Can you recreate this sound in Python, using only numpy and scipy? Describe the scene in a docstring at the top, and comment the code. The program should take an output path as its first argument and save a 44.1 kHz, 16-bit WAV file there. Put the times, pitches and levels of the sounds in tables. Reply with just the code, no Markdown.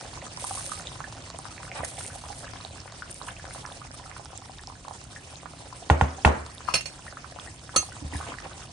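"""Dry rice pours in scoops into a pot of simmering stew, grains ticking on the heap and shoving the stew.
Bubbles plop, fizz and spit over the rumble of a gas flame in a small kitchen. Something heavy is knocked
on the counter three times: a slap, then the slab booms. A steel ladle rings as it is dragged up,
clinks on the pot and stirs the rice in."""
import sys
import numpy as np
from scipy import signal
from scipy.io import wavfile

SR = 44100
rng = np.random.default_rng(int(sys.argv[2]) if len(sys.argv) > 2 else 0)


def generate_wav(signal):
    """Clip the signal to [-1, 1] and save it as 16-bit WAV at the path in sys.argv[1]."""
    frames = np.transpose(np.atleast_2d(signal))
    scaled = np.clip(frames, -1, 1) * 32767
    pcm = np.round(scaled).astype(np.int16)
    wavfile.write(sys.argv[1], SR, pcm)


N = 384552

PLOP_PAN_DB, PAN_SCATTER_DB = -2.5, 6.5   # left minus right
SHOVE_DB_PER_S, DRAG_DB_PER_S = (607, 506), (450, 420)   # rise, fall
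SURFACE_DB_PER_DB = 1.93   # fizz and crackle against vigour


def from_db(db):
    """Decibels to gain."""
    return 10 ** (np.asarray(db) / 20)


def unit_rms(x):
    """Scale to rms 1."""
    return x / np.sqrt(np.mean(x ** 2) + 1e-20)


def sides(pan_db):
    """Left and right gains."""
    return from_db(np.multiply.outer([.5, -.5], pan_db))


def at_hz(table, hz, column=1):
    """Table column interpolated over log frequency."""
    table = np.array(table)
    return np.interp(np.log(hz), np.log(table[:, 0]), table[:, column])


def bandpass(x, low_hz, high_hz, order=2):
    """Butterworth band-pass."""
    return signal.sosfilt(signal.butter(order, [low_hz, high_hz], "band", fs=SR, output="sos"), x)


def drift(rate_hz):
    """Low-passed noise, rms 1."""
    pole = np.exp(-2 * np.pi * rate_hz * 40 / SR)   # runs at SR / 40
    slow = signal.lfilter([1], [1, -2 * pole, pole * pole], rng.standard_normal(N // 40 + 2002))[2000:]
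    return np.interp(np.arange(N) / 40, np.arange(len(slow)), unit_rms(slow))


def impulses(start_s, level_db):
    """One-sample clicks."""
    out = np.zeros(N)
    out[(start_s * SR).astype(int)] = from_db(level_db)
    return out


def ring(drive, hz, t60_s):
    """One mode: a unit click starts a decaying unit sine."""
    r, w = from_db(-60 / (t60_s * SR)), 2 * np.pi * hz / SR
    return signal.lfilter([0, np.sin(w)], [1, -2 * r * np.cos(w), r * r], drive + 1e-18)


def decays(events, samples, rise_s=0.0011):
    """Envelope of (start_s, level_db, t60_s) events."""
    out, t = np.zeros(N + samples), np.arange(samples) / SR
    for start_s, level_db, t60_s in events:
        at = round(start_s * SR)
        out[at:at + samples] += from_db(level_db - 60 * t / t60_s) * (1 - np.exp(-t / rise_s))
    return out[:N]


def swells(events, rise_db_per_s, fall_db_per_s):
    """Envelope of (full_s, hold_s, level_db) events, ramps linear in dB."""
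    t, out = np.arange(N) / SR, 0
    for full_s, hold_s, level_db in events:
        before_s, after_s = np.maximum(full_s - t, 0), np.maximum(t - full_s - hold_s, 0)
        out += from_db(level_db - rise_db_per_s * before_s - fall_db_per_s * after_s)
    return out


def bursts(start_s, level_db, hz, t60_s, pan_db, samples, glide=0):
    """Damped sines, one-cycle attack, pitch rising by the share `glide` per t60."""
    t = np.arange(samples) / SR
    cycles, age = hz[:, None] * t, t / t60_s[:, None]
    wave = np.sin(2 * np.pi * cycles * (1 + np.reshape(glide, (-1, 1)) * age / 2))
    wave *= from_db(level_db[:, None] - 60 * age) * np.minimum(cycles, 1)
    at = (start_s * SR).astype(int)[:, None] + np.arange(samples)
    out = np.zeros((2, N + samples))
    for channel, gain in zip(out, sides(pan_db)):
        np.add.at(channel, at, wave * gain[:, None])
    return out[:, :N]


def pockets(count, low_hz, high_hz, spread_db, mean_t60_s):
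    """Air pockets burst at random times, pitches and places, rising in pitch as they shrink."""
    when, size, pitch, place, life = rng.random((count, 5)).T
    hz = low_hz * (high_hz / low_hz) ** pitch ** 1.4
    t60_s = mean_t60_s(hz) * (.5 + life)
    level_db = 2 * spread_db * (size - .5)
    pan_db = PLOP_PAN_DB + 4 * PAN_SCATTER_DB * (place - .5)
    return bursts(when * N / SR, level_db, hz, t60_s, pan_db, samples=1500, glide=0.0073 * hz * t60_s)


# Left-right likeness: freq_hz, correlation
COHERENCE = [(60, 1), (110, 1), (190, 0.9), (350, 0.74), (620, 0.7), (1100, 0.54), (1900, -0.32),
             (2800, -0.29), (4300, 0.95), (5800, -0.55), (7200, 0.69), (8600, 0.73), (11000, -0.39)]
# Stereo tilt: freq_hz, pan_db
BALANCE = [(60, -1), (150, -0.5), (500, -1), (1200, 0), (2800, -1.5), (4300, -3), (5800, -6), (7400, -8.5),
           (8800, 0.5), (11000, 0)]


def bands(sources, spectrum, envelope=lambda hz: 1, focus=1):
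    """Two mid/side source pairs shaped in third octaves; low focus widens the image."""
    low_hz, high_hz = spectrum[0][0], spectrum[-1][0]
    edges = np.geomspace(low_hz, high_hz, 2 + int(3 * np.log2(high_hz / low_hz)))
    out = 0
    for k, (low, high) in enumerate(zip(edges, edges[1:])):
        mid, side = bandpass(sources[k % 2], low, high)
        hz = np.sqrt(low * high)
        alike = np.clip(focus * at_hz(COHERENCE, hz), -1, 1)
        pair = np.sqrt(1 + alike) * mid + np.sqrt(1 - alike) * side * [[1], [-1]]
        out += from_db(at_hz(spectrum, hz)) * envelope(hz) * pair * sides(at_hz(BALANCE, hz))[:, None]
    return out


def flickering_noise(spectrum, depth_db, rate_hz):
    """Coloured noise, bands flickering partly together; rms 1."""
    common = drift(rate_hz)
    flicker = lambda hz: from_db(depth_db * (0.78 * common + drift(rate_hz)))
    return unit_rms(bands(rng.standard_normal((2, 2, N)), spectrum, flicker))


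def grains(spectrum, per_s, uneven_db, clump_db):
    """Clumpy streams of uneven, coloured clicks."""
    shape = (2, 2, N)
    sizes = from_db(uneven_db * np.minimum(rng.exponential(1, shape), 5)) * rng.choice([-1, 1], shape)
    ticks = sizes * (rng.random(shape) < per_s / SR)
    return from_db(clump_db * drift(29)) * unit_rms(bands(ticks, spectrum))


def kitchen(x, t60_s=0.17, echo_db=-8.5):
    """Adds the dense echo of pot walls and tiles."""
    t = np.arange(SR // 3) / SR
    echoes = rng.standard_normal((2, len(t))) * from_db(-60 * t / t60_s) * (t > .003)
    echoes = signal.lfilter(*signal.butter(1, 12000, fs=SR), echoes)
    echoes /= np.sqrt(np.sum(echoes ** 2, axis=1, keepdims=True))
    return x + from_db(echo_db) * signal.fftconvolve(x, echoes, axes=1)[:, :N]


# Flame spectrum: freq_hz, density_db
FLAME_SPECTRUM = [(15, -46), (25, -40), (38, -5), (86, 1), (156, -1.5), (184, -17.5), (276, -8), (400, -23),
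                  (520, -50), (880, -120)]


def flame(vigour_db):
    """Gas flame rumbles, following the simmer's vigour."""
    return from_db(-47.5 + 0.72 * vigour_db) * flickering_noise(FLAME_SPECTRUM, depth_db=1, rate_hz=6.8)


# Vigour of the simmer, as wash level: time_s, level_db
SIMMER_LEVEL = [(0, -43), (.6, -43.5), (1.1, -44), (1.8, -45), (2.8, -45.5), (3.6, -45.5), (4.3, -46.5),
                (5.4, -47.5), (6.6, -45), (7.4, -47), (8.1, -44.5), (8.72, -45.5)]


def simmer_level():
    """Wash level in dB per sample."""
    return np.interp(np.arange(N) / SR, *np.transpose(SIMMER_LEVEL))


# Simmering liquid: freq_hz, density_db
WASH_SPECTRUM = [(200, -2.5), (330, -2), (480, -4.5), (700, -2), (1180, -10), (1500, -7), (2000, -9.5),
                 (2500, -6.5), (4000, -10), (6000, -7), (7400, -12.5), (8800, -11), (9800, -2), (11500, -3)]


def wash(level_db):
    """Simmering liquid makes a flickering hiss."""
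    return from_db(level_db) * flickering_noise(WASH_SPECTRUM, depth_db=3, rate_hz=23.4)


# Tearing films: freq_hz, density_db
CRACKLE_SPECTRUM = [(600, 2.5), (1200, 4.5), (2500, -11.5), (5000, -1), (7500, -8)]


def crackle(vigour_db):
    """Films of stew tear in broad clicks."""
    clicks = grains(CRACKLE_SPECTRUM, per_s=60, uneven_db=4.5, clump_db=3.5)
    return from_db(-56 + SURFACE_DB_PER_DB * vigour_db) * clicks


def fizz(vigour_db):
    """Tiny surface bubbles burst in loose clusters."""
    tiny = pockets(1600, low_hz=1690, high_hz=8300, spread_db=11, mean_t60_s=lambda hz: 13 / hz)
    return from_db(-64.5 + SURFACE_DB_PER_DB * vigour_db + 1.7 * drift(13)) * unit_rms(tiny)


def small_bubbles(vigour_db):
    """Small bubbles ring for a few cycles, in clusters."""
    when, size, pitch, life, place = rng.random((1400, 5)).T
    hz = 560 * 6 ** (pitch ** 1.6)
    pops = bursts(when * N / SR, -3.5 * np.log(size + 0.15), hz, t60_s=(5 + 11 * life ** 2) / hz,
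                  pan_db=-1.5 + 14 * (place - .5), samples=1500, glide=.5 * life)
    return from_db(-55.5 + 1.7 * vigour_db + 4.4 * drift(11.7)) * unit_rms(pops)


def medium_bubbles(vigour_db):
    """Medium bubbles burst in rounded, nearly equal plops."""
    plops = pockets(150, low_hz=603, high_hz=1870, spread_db=-1, mean_t60_s=lambda hz: .007)
    return from_db(-36.5 + vigour_db) * plops


# Largest droplets and single grains: start_s, level_db, pitch_hz
DROPLETS = [(0.139, -28.5, 4340), (0.407, -31, 9400), (0.449, -17, 9400), (0.48, -28, 9300),
            (0.4934, -39, 9450), (0.594, -22, 9200), (0.615, -22, 9700), (0.744, -25, 7800),
            (0.8071, -25, 6200), (1.3877, -22, 8650), (1.8478, -18.5, 6540), (2.0644, -17, 8200),
            (2.152, -30, 7800), (2.453, -35, 3900), (2.512, -35, 4900), (2.535, -29, 5060),
            (2.611, -28.5, 4100), (2.6494, -21.5, 3960), (2.709, -35, 4030), (2.8027, -25.5, 5370),
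            (3.1137, -21, 9600), (3.144, -22, 9000), (3.2211, -33, 4040), (3.307, -34, 3510),
            (3.479, -33, 5500), (3.6623, -23.5, 5600), (3.723, -30.5, 3600), (3.798, -36, 4300),
            (4.2486, -27.5, 8600), (4.3764, -23.5, 7600), (4.519, -37, 4940), (4.585, -29.5, 3700),
            (4.612, -30, 9200), (4.6723, -21.5, 5300), (4.9366, -30.5, 9000), (5.0407, -29, 8700),
            (5.357, -31.5, 4100), (6.549, -26.5, 9900), (6.5812, -27, 3670), (7.398, -25.5, 3400),
            (7.927, -30, 8800), (8.533, -32, 3900)]


def spits(wash_db, t60_cycles=24):
    """Droplets spit in treble ticks: a few loud, many faint."""
    start_s, level_db, hz = np.transpose(DROPLETS)
    pan_db = -3.5 + PAN_SCATTER_DB * rng.standard_normal(len(hz))
    large = bursts(start_s, level_db, hz, t60_cycles / hz, pan_db, samples=300)
    when, size, pitch, place = rng.random((2500, 4)).T
    hz = 2500 * 3.6 ** pitch
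    small = bursts(when * N / SR, -4.5 * np.log(size + 0.016), hz, t60_cycles / hz,
                   pan_db=-1.5 + 16 * (place - .5), samples=300)
    return large + from_db(wash_db - 16) * unit_rms(small)


# Large bubbles, and knocks as the ladle is lifted (near 6.68 s): start_s, level_db, pitch_hz, t60_s
SHORT_PLOPS = [(0.133, -24, 915, 0.0058), (0.175, -23.5, 990, 0.008), (0.218, -29.5, 1850, 0.01),
               (0.268, -28.5, 1250, 0.016), (0.3754, -26.5, 940, 0.011), (0.442, -21, 890, 0.014),
               (0.5093, -20.5, 784, 0.021), (0.55, -23.5, 760, 0.0079), (0.5744, -27, 1100, 0.023),
               (0.694, -31, 1190, .012), (0.7186, -22.5, 1225, 0.013), (0.796, -29.5, 1340, 0.011),
               (0.871, -24, 3533, 0.01), (0.9181, -20, 960, 0.0041), (0.9566, -22, 1020, 0.0041),
               (1.0043, -14, 1100, 0.005), (1.041, -29.5, 1710, 0.025), (1.3896, -16, 940, 0.0036),
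               (1.454, -20.5, 1190, 0.0046), (1.58, -26, 1940, 0.0054), (1.623, -34, 700, 0.0078),
               (1.631, -25, 1310, 0.005), (1.679, -28.5, 1330, 0.0076), (1.694, -35, 700, 0.0091),
               (1.7158, -21.5, 2240, 0.0059), (1.801, -20, 725, .006), (1.8055, -15.5, 1020, 0.0065),
               (1.838, -27, 1800, 0.012), (1.8476, -21, 1680, 0.0033), (2.007, -35, 1360, 0.023),
               (2.1016, -32.5, 1430, 0.01), (2.1566, -28.5, 724, 0.017), (2.2388, -21.5, 920, 0.0065),
               (2.252, -35, 1100, .014), (2.3018, -34, 794, 0.033), (2.437, -26, 850, 0.0055),
               (2.475, -39, 1400, 0.0044), (2.5367, -10, 1030, 0.0014), (2.557, -24, 940, 0.0054),
               (2.561, -24.5, 1700, 0.0035), (2.603, -25, 1100, 0.0059), (2.6496, -25.5, 735, 0.0096),
               (2.70, -34, 900, 0.0076), (2.758, -33, 1160, 0.012), (2.857, -25.5, 700, 0.0087),
               (2.878, -27, 1950, .003), (3.022, -23, 1450, 0.014), (3.2146, -23, 1070, 0.0076),
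               (3.3661, -33, 2570, 0.011), (3.3965, -29.5, 1630, 0.0077), (3.4425, -14, 790, 0.0035),
               (3.453, -19, 1530, 0.0028), (3.468, -38, 1300, .012), (3.509, -33, 2020, 0.0077),
               (3.549, -24, 1000, 0.0059), (3.5578, -29, 660, 0.017), (3.581, -27.5, 1100, 0.0064),
               (3.643, -24, 1000, .005), (3.653, -14.5, 1250, 0.0032), (3.673, -27.5, 1070, 0.0069),
               (3.816, -32.5, 1184, 0.023), (3.941, -39.5, 1210, 0.027), (3.9972, -28.5, 970, 0.011),
               (4.06, -39, 1300, 0.035), (4.1145, -19, 2040, 0.0024), (4.166, -18, 1150, 0.0041),
               (4.196, -25, 784, 0.0059), (4.3318, -21.5, 785, 0.0056), (4.421, -26.5, 890, 0.0062),
               (4.4961, -30.5, 745, 0.016), (4.5927, -34, 1760, 0.01), (4.6771, -34.5, 790, 0.023),
               (4.6992, -30, 1010, 0.014), (4.723, -31, 920, 0.008), (4.8493, -32, 1070, 0.017),
               (4.881, -26, 840, 0.011), (4.91, -21.5, 870, 0.0097), (5.162, -30.5, 1800, 0.017),
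               (5.432, -19.5, 820, 0.004), (5.4577, -14.5, 1070, 0.0032), (5.7272, -28.5, 1000, 0.015),
               (5.8255, -28.5, 675, 0.017), (6.184, -29, 751, 0.019), (6.606, -23, 1150, 0.0055),
               (6.679, -23, 1300, 0.0091), (6.6869, -13.5, 1090, 0.0091), (7.0664, -26, 1380, 0.0067),
               (7.08, -31, 1830, 0.015), (7.1707, -25, 1290, 0.013), (7.244, -26, 1210, 0.009),
               (7.3614, -24.5, 730, 0.0067), (7.3877, -23, 1140, 0.0061), (7.4738, -36.5, 1850, 0.026),
               (7.693, -19, 1420, 0.0037), (7.7422, -22, 875, 0.0039), (7.7523, -21, 985, 0.0074),
               (7.8292, -15.5, 820, 0.0039), (7.819, -30, 1000, .005), (7.888, -26.5, 800, 0.0072),
               (7.921, -36, 1470, 0.025), (7.966, -26.5, 1020, 0.0086), (8.125, -27, 910, 0.011),
               (8.135, -29.5, 1880, 0.015), (8.149, -24, 930, 0.0085), (8.158, -33, 1750, 0.018),
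               (8.19, -33, 1160, 0.01), (8.21, -22, 1140, 0.01), (8.2286, -29, 1120, .016),
               (8.267, -28, 965, 0.011), (8.3, -33, 3100, 0.0068), (8.32, -26, 1070, 0.017),
               (8.34, -23, 1480, 0.0062), (8.3854, -27.5, 1880, 0.0097), (8.4388, -34, 710, 0.0058),
               (8.45, -28, 1520, .005), (8.462, -22, 706, 0.0071), (8.499, -39, 1300, 0.0087),
               (8.541, -36, 754, 0.01)]


def short_plops():
    """Large bubbles and ladle knocks: a rising ring, a detuned twin and a snap an octave up."""
    start_s, level_db, hz, t60_s = np.transpose(SHORT_PLOPS)
    pan_db = PLOP_PAN_DB + PAN_SCATTER_DB * rng.standard_normal(len(hz))
    # +2 dB offsets decay during the attack
    plop = bursts(start_s, level_db + 2, hz, t60_s, pan_db, samples=2500, glide=0.0023 * hz * t60_s)
    lag, detune = rng.random((len(hz), 2)).T
    twin = bursts(start_s + .012 * lag - .003, level_db - 6, hz * (0.832 + 0.54 * detune), t60_s,
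                  pan_db, samples=2500, glide=0.0093 * hz * t60_s)
    snap = bursts(start_s, level_db - 30, 2 * hz, 3.2 * t60_s, pan_db, samples=800)
    return plop + twin + snap


# Counter slab: pitch_hz, level_db, t60_s
COUNTER_MODES = [(76.8, -5.5, 0.36), (92, 3, 0.058), (137, -9.5, 0.16), (191, -10.5, 0.096),
                 (261.3, -24.5, 0.51)]


def counter_boom(force):
    """The slab's low modes answer a softened push."""
    soft = bandpass(force, 62, 320, order=3)
    return sum(from_db(db) * ring(soft, hz, t60_s) for hz, db, t60_s in COUNTER_MODES)


# Scoop or ladle meets the pot: start_s, boom_db, hollow_db
POT_BUMPS = [(1.797, -32, -42), (7.78, -34, -50), (8.02, -33.5, -36.5), (8.046, -27.5, -40),
             (8.133, -40, -34.5), (8.151, -26.5, -44), (8.19, -43, -53)]


def pot_bumps():
    """Soft pushes sound the counter and the pot's hollow floor."""
    start_s, boom_db, hollow_db = np.transpose(POT_BUMPS)
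    hollow = ring(impulses(start_s, hollow_db), hz=290, t60_s=0.15)
    return counter_boom(impulses(start_s, boom_db)) + hollow * sides(-11)[:, None]


# Loose steel on the counter: pitch_hz, level_db, t60_s
JINGLE_MODES = [(3887, -8, .12), (4410, -6, .09), (5040, -6, .07), (5440, -7, .1), (5945, -8, .13),
                (6340, -1, .11), (7160, -1, .09), (8600, -7, .1), (8796, -6, .1), (9300, -6, .08)]


def jingle(blows):
    """Each blow shakes the loose steel, every mode at a random strength."""
    start_s, blow_db = np.transpose(blows)[:2]
    out = 0
    for hz, mode_db, t60_s in JINGLE_MODES:
        shake = impulses(start_s, blow_db + mode_db - 37 + 4 * rng.standard_normal(len(start_s)))
        out += ring(np.array([np.roll(shake, rng.integers(8)), shake]), hz, t60_s)
    return out


# Blows on the counter: start_s, level_db, boom_db, tail_db, hardness_db_per_octave, crack_db, deep_db
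BLOWS = [(5.8995, -6, -9.5, -23.5, -1, -10.5, -33), (6.011, -8, -12.5, -30, -2, -19, -40),
         (6.2483, -5, -13.5, -19, 2, -10.5, -17.5), (6.2506, -21.5, -41, -42, 16.5, -12, -50),
         (6.2753, -15, -31, -61, -3, -24, -47)]
# Contact slap: pitch_hz, level_db, t60_s
SLAP_MODES = [(812, 3, 0.019), (1056, -2.5, 0.022), (1428, -10, 0.056), (1880, -2.5, 0.015),
              (2660, -7, 0.01), (3400, -32, 0.032)]
# Noise after a blow: freq_hz, density_db, t60_s
TAIL_SPECTRUM = [(188.7, 1.5, 0.3), (318, -6, 0.38), (510, -1.5, 0.37), (870, -2, 0.37),
                 (1320, -12.5, 0.55), (2200, -16.5, 0.42), (4070, -26.5, 0.15), (9560, -24.5, 0.14)]


def knocks():
    """Slap and crack, the slab's delayed boom and slowest swing, a tail dying band by band."""
    start_s, level_db, boom_db, tail_db, hardness, crack_db, deep_db = np.transpose(BLOWS)
    slap = np.zeros(N)
    for k, (hz, mode_db, t60_s) in enumerate(SLAP_MODES):
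        hits = impulses(start_s, level_db + mode_db + hardness * np.log2(hz / 1000))
        slap -= (-1) ** k * ring(hits, hz, t60_s)
    slap = np.convolve(slap, np.hanning(9) / 4)[:N]   # 0.2 ms contact
    slap = np.array([np.roll(slap, 4), slap]) * sides(-2.5)[:, None]   # from the right
    boom = counter_boom(-impulses(start_s + .0082, boom_db))
    deep = ring(impulses(start_s + .011, deep_db), hz=71.2, t60_s=0.37)

    def fade(hz):
        t60_s = at_hz(TAIL_SPECTRUM, hz, column=2)
        return decays([(s, db, t60_s) for s, db in zip(start_s, tail_db)], SR // 2, rise_s=0.00082)

    tail = bands(rng.standard_normal((2, 2, N)), TAIL_SPECTRUM, fade, focus=0.087)
    crack_fade = decays([(s, db, .025) for s, db in zip(start_s, crack_db)], 2000, rise_s=0.00014)
    crack = bandpass(rng.standard_normal((2, N)) * crack_fade, 1700, 3900, order=3)
    return slap + crack + boom + deep + from_db(16) * tail


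# Ladle edge rubs the pot: full_s, hold_s, level_db
SQUEAK_STROKE = [(8.145, 0.035, -53.5)]
# Rubbed steel: start_hz, level_db
SQUEAK_PARTIALS = [(3750, 1), (4950, 4)]


def squeak(glide_per_s=0.71, width_hz=65):
    """Two rough tones of rubbed steel climb through the stroke."""
    t = np.arange(N) / SR - SQUEAK_STROKE[0][0]
    phase_per_hz = 2 * np.pi * t * (1 + glide_per_s * np.clip(t, -1, 1) / 2)
    tones = sum(from_db(db) * drift(width_hz) * np.sin(hz * phase_per_hz) for hz, db in SQUEAK_PARTIALS)
    return swells(SQUEAK_STROKE, *DRAG_DB_PER_S) * tones


# Steel ladle: pitch_hz, free_t60_s, dragged_db, struck_db
LADLE_MODES = [(340, .06, -22, -8), (610, .05, -16, -10), (800, .03, -11, -16), (1300, .04, -10, 1),
               (1900, .04, -13, -13), (2190, .07, -14, -15), (2525, .08, -4, -13), (2740, .12, -4, -12),
               (2810, .045, -2, -18), (3240, .06, -12, -19), (3569, .04, -13, -12), (4370, .15, -4, -10),
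               (4430, .06, -5, -6), (4743, .05, -13, -15), (5380, .045, -9, -19), (5430, .1, -8, -22),
               (5830, .05, -15, -19), (6272, .12, -12, -3), (6940, .06, -18, -18), (7240, .03, -19, -17),
               (7880, .035, -14, -6), (8400, .04, -15, -15), (8800, .045, -11, -13), (8931, .09, -8, -9),
               (9500, .035, -13, -10), (10250, .05, -22, -10), (11170, .1, 3, -10), (11480, .03, -20, -4)]
# Ladle dragged: full_s, hold_s, level_db
LADLE_DRAGS = [(6.693, 0.0069, -48.5), (6.74, .011, -55), (8.145, 0.048, -70)]
# Bounces while dragged: start_s, level_db, rattle_t60_s
LADLE_BOUNCES = [(6.7375, -18, 0.046), (6.752, -22.5, 0.057), (6.807, -28.5, 0.024), (6.856, -30, 0.035)]
# Two light touches, then a strike on the pot: start_s, level_db, rattle_t60_s
LADLE_CLINKS = [(1.505, -49.5, 0.18), (2.21, -48, 0.05), (7.7605, -18, 0.054)]


def ladle():
    """Blows and rough contact drive the steel's modes; some contact noise is heard bare."""
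    roughness = rng.standard_normal((3, N)) * from_db(6.24 * rng.standard_normal(N))
    common, per_side = roughness[0], roughness[1:]
    dragged = swells(LADLE_DRAGS, *DRAG_DB_PER_S) + decays(LADLE_BOUNCES, samples=4000, rise_s=0.0028)
    rattle = from_db(-1.5) * decays(LADLE_CLINKS, samples=8000)
    start_s, level_db, _ = np.transpose(LADLE_CLINKS)
    blows = impulses(start_s + .001, level_db + 17.5)
    steel = 0
    for hz, t60_s, dragged_db, struck_db in LADLE_MODES:
        alike = np.clip(at_hz(COHERENCE, hz) + 0.34, 0, 1)   # near source: sides more alike
        grit = np.sqrt(alike) * common + np.sqrt(1 - alike) * per_side
        tilt = sides(2 * at_hz(BALANCE, hz))[:, None]
        lag = rng.integers(60)   # each mode starts at its own moment
        strike = np.array([np.roll(blows, lag + rng.integers(6)), np.roll(blows, lag)]) + grit * rattle
        steel += ring(from_db(dragged_db) * grit * dragged * tilt, hz, t60_s / 2)   # contact damps it
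        steel += ring(from_db(struck_db) * strike * sides(-1.5)[:, None], hz, t60_s)
    bare = (0.46 * common + 0.16 * per_side) * (from_db(-6) * dragged + rattle)
    return from_db(-21) * steel + bandpass(bare, 400, 9500)


# Scoop crosses a rim: full_s, hold_s, level_db
RASP_STROKE = [(1.766, 0.028, -37)]
# Vessel response: freq_hz, density_db
RASP_SPECTRUM = [(200, -17), (450, -3), (750, 2.5), (1100, -1.5), (1700, -5), (2500, -9), (4000, -23)]


def scoop_rasp(slips_per_s=280, waver=.06):
    """Nearly even stick-slip pulses, coloured by the vessel."""
    slip_count = np.floor(np.cumsum(slips_per_s * (1 + waver * drift(30)) / SR))
    slips = np.diff(slip_count, prepend=0) * from_db(2.5 * rng.standard_normal(N))
    pair = np.array([slips, np.roll(slips, 31)])
    return swells(RASP_STROKE, *SHOVE_DB_PER_S) * unit_rms(bands([pair, pair], RASP_SPECTRUM))


# Stew shoved by rice and ladle: full_s, hold_s, level_db
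SHOVES = [(1.80, 0.037, -46), (8.13, 0.017, -46), (8.19, 0.038, -53), (8.27, 0.023, -48.5),
          (8.305, 0.028, -45), (8.44, 0.013, -45), (8.515, 0.019, -54.5)]
# Displaced stew: freq_hz, density_db
SLOSH_SPECTRUM = [(150, -43), (250, -3), (393, -3), (533, -4), (705, 0), (1170, -12), (2460, -6.5),
                  (6000, -29), (7800, -58), (13200, -120)]


def slosh():
    """Thick stew gives way in dense, dull clicks."""
    return swells(SHOVES, *SHOVE_DB_PER_S) * grains(SLOSH_SPECTRUM, per_s=1900, uneven_db=3.5, clump_db=1.5)


def squelch():
    """Air pockets are pressed out of the shoved stew."""
    dense = pockets(900, low_hz=618, high_hz=2400, spread_db=15, mean_t60_s=lambda hz: 10 / hz)
    return from_db(2) * swells(SHOVES, *SHOVE_DB_PER_S) * unit_rms(dense)


# Rice falls or slides: full_s, hold_s, level_db
POURS = [(0.40, 0.044, -39.5), (0.47, .29, -35.5), (1.85, 0.045, -37), (1.985, 0.088, -36.5),
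         (2.13, 0.29, -49.5), (3.11, 0.073, -46.5), (3.268, 0.019, -38), (3.54, 0.043, -41.5),
         (3.657, 0.0054, -50), (7.79, 0.076, -39.5), (8.135, 0.059, -45), (8.24, .21, -60)]
# Grain impacts: freq_hz, density_db
RICE_SPECTRUM = [(880, -41), (1500, -19), (1640, -46), (1770, -3.5), (5480, 3), (7800, 14.5), (9400, 5),
                 (11800, 20)]


def rice():
    """Hard, dry grains tick on the heap."""
    flow = swells(POURS, rise_db_per_s=650, fall_db_per_s=348)
    return flow * grains(RICE_SPECTRUM, per_s=1600, uneven_db=4, clump_db=3)


def scene():
    """Stereo mix; plops, bubbles and steel get the kitchen's echo."""
    wash_db = simmer_level()
    vigour_db = wash_db - wash_db.mean()
    rumble, hiss = flame(vigour_db), wash(wash_db)
    pouring = rice() + slosh()
    lowpass = signal.cheby2(12, 50, 10400, fs=SR, output="sos")
    texture = signal.sosfilt(lowpass, hiss + crackle(vigour_db) + pouring)
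    texture += from_db(-4.5) * pouring   # unfiltered share keeps the sparkle
    pops = short_plops() + small_bubbles(vigour_db) + medium_bubbles(vigour_db)
    pops += squelch() + fizz(vigour_db)
    droplets = spits(wash_db)
    steel = ladle() + squeak() + jingle(BLOWS)
    return rumble + texture + droplets + kitchen(pops + steel) + scoop_rasp() + knocks() + pot_bumps()


def record(dry, ceiling=.95, stop_hz=12182):
    """Soft clip, then steep low-pass."""
    lowpass = signal.cheby2(12, 70, stop_hz, fs=SR, output="sos")
    return signal.sosfilt(lowpass, ceiling * np.tanh(dry / ceiling))


dry = scene()
out = record(dry)
generate_wav(out)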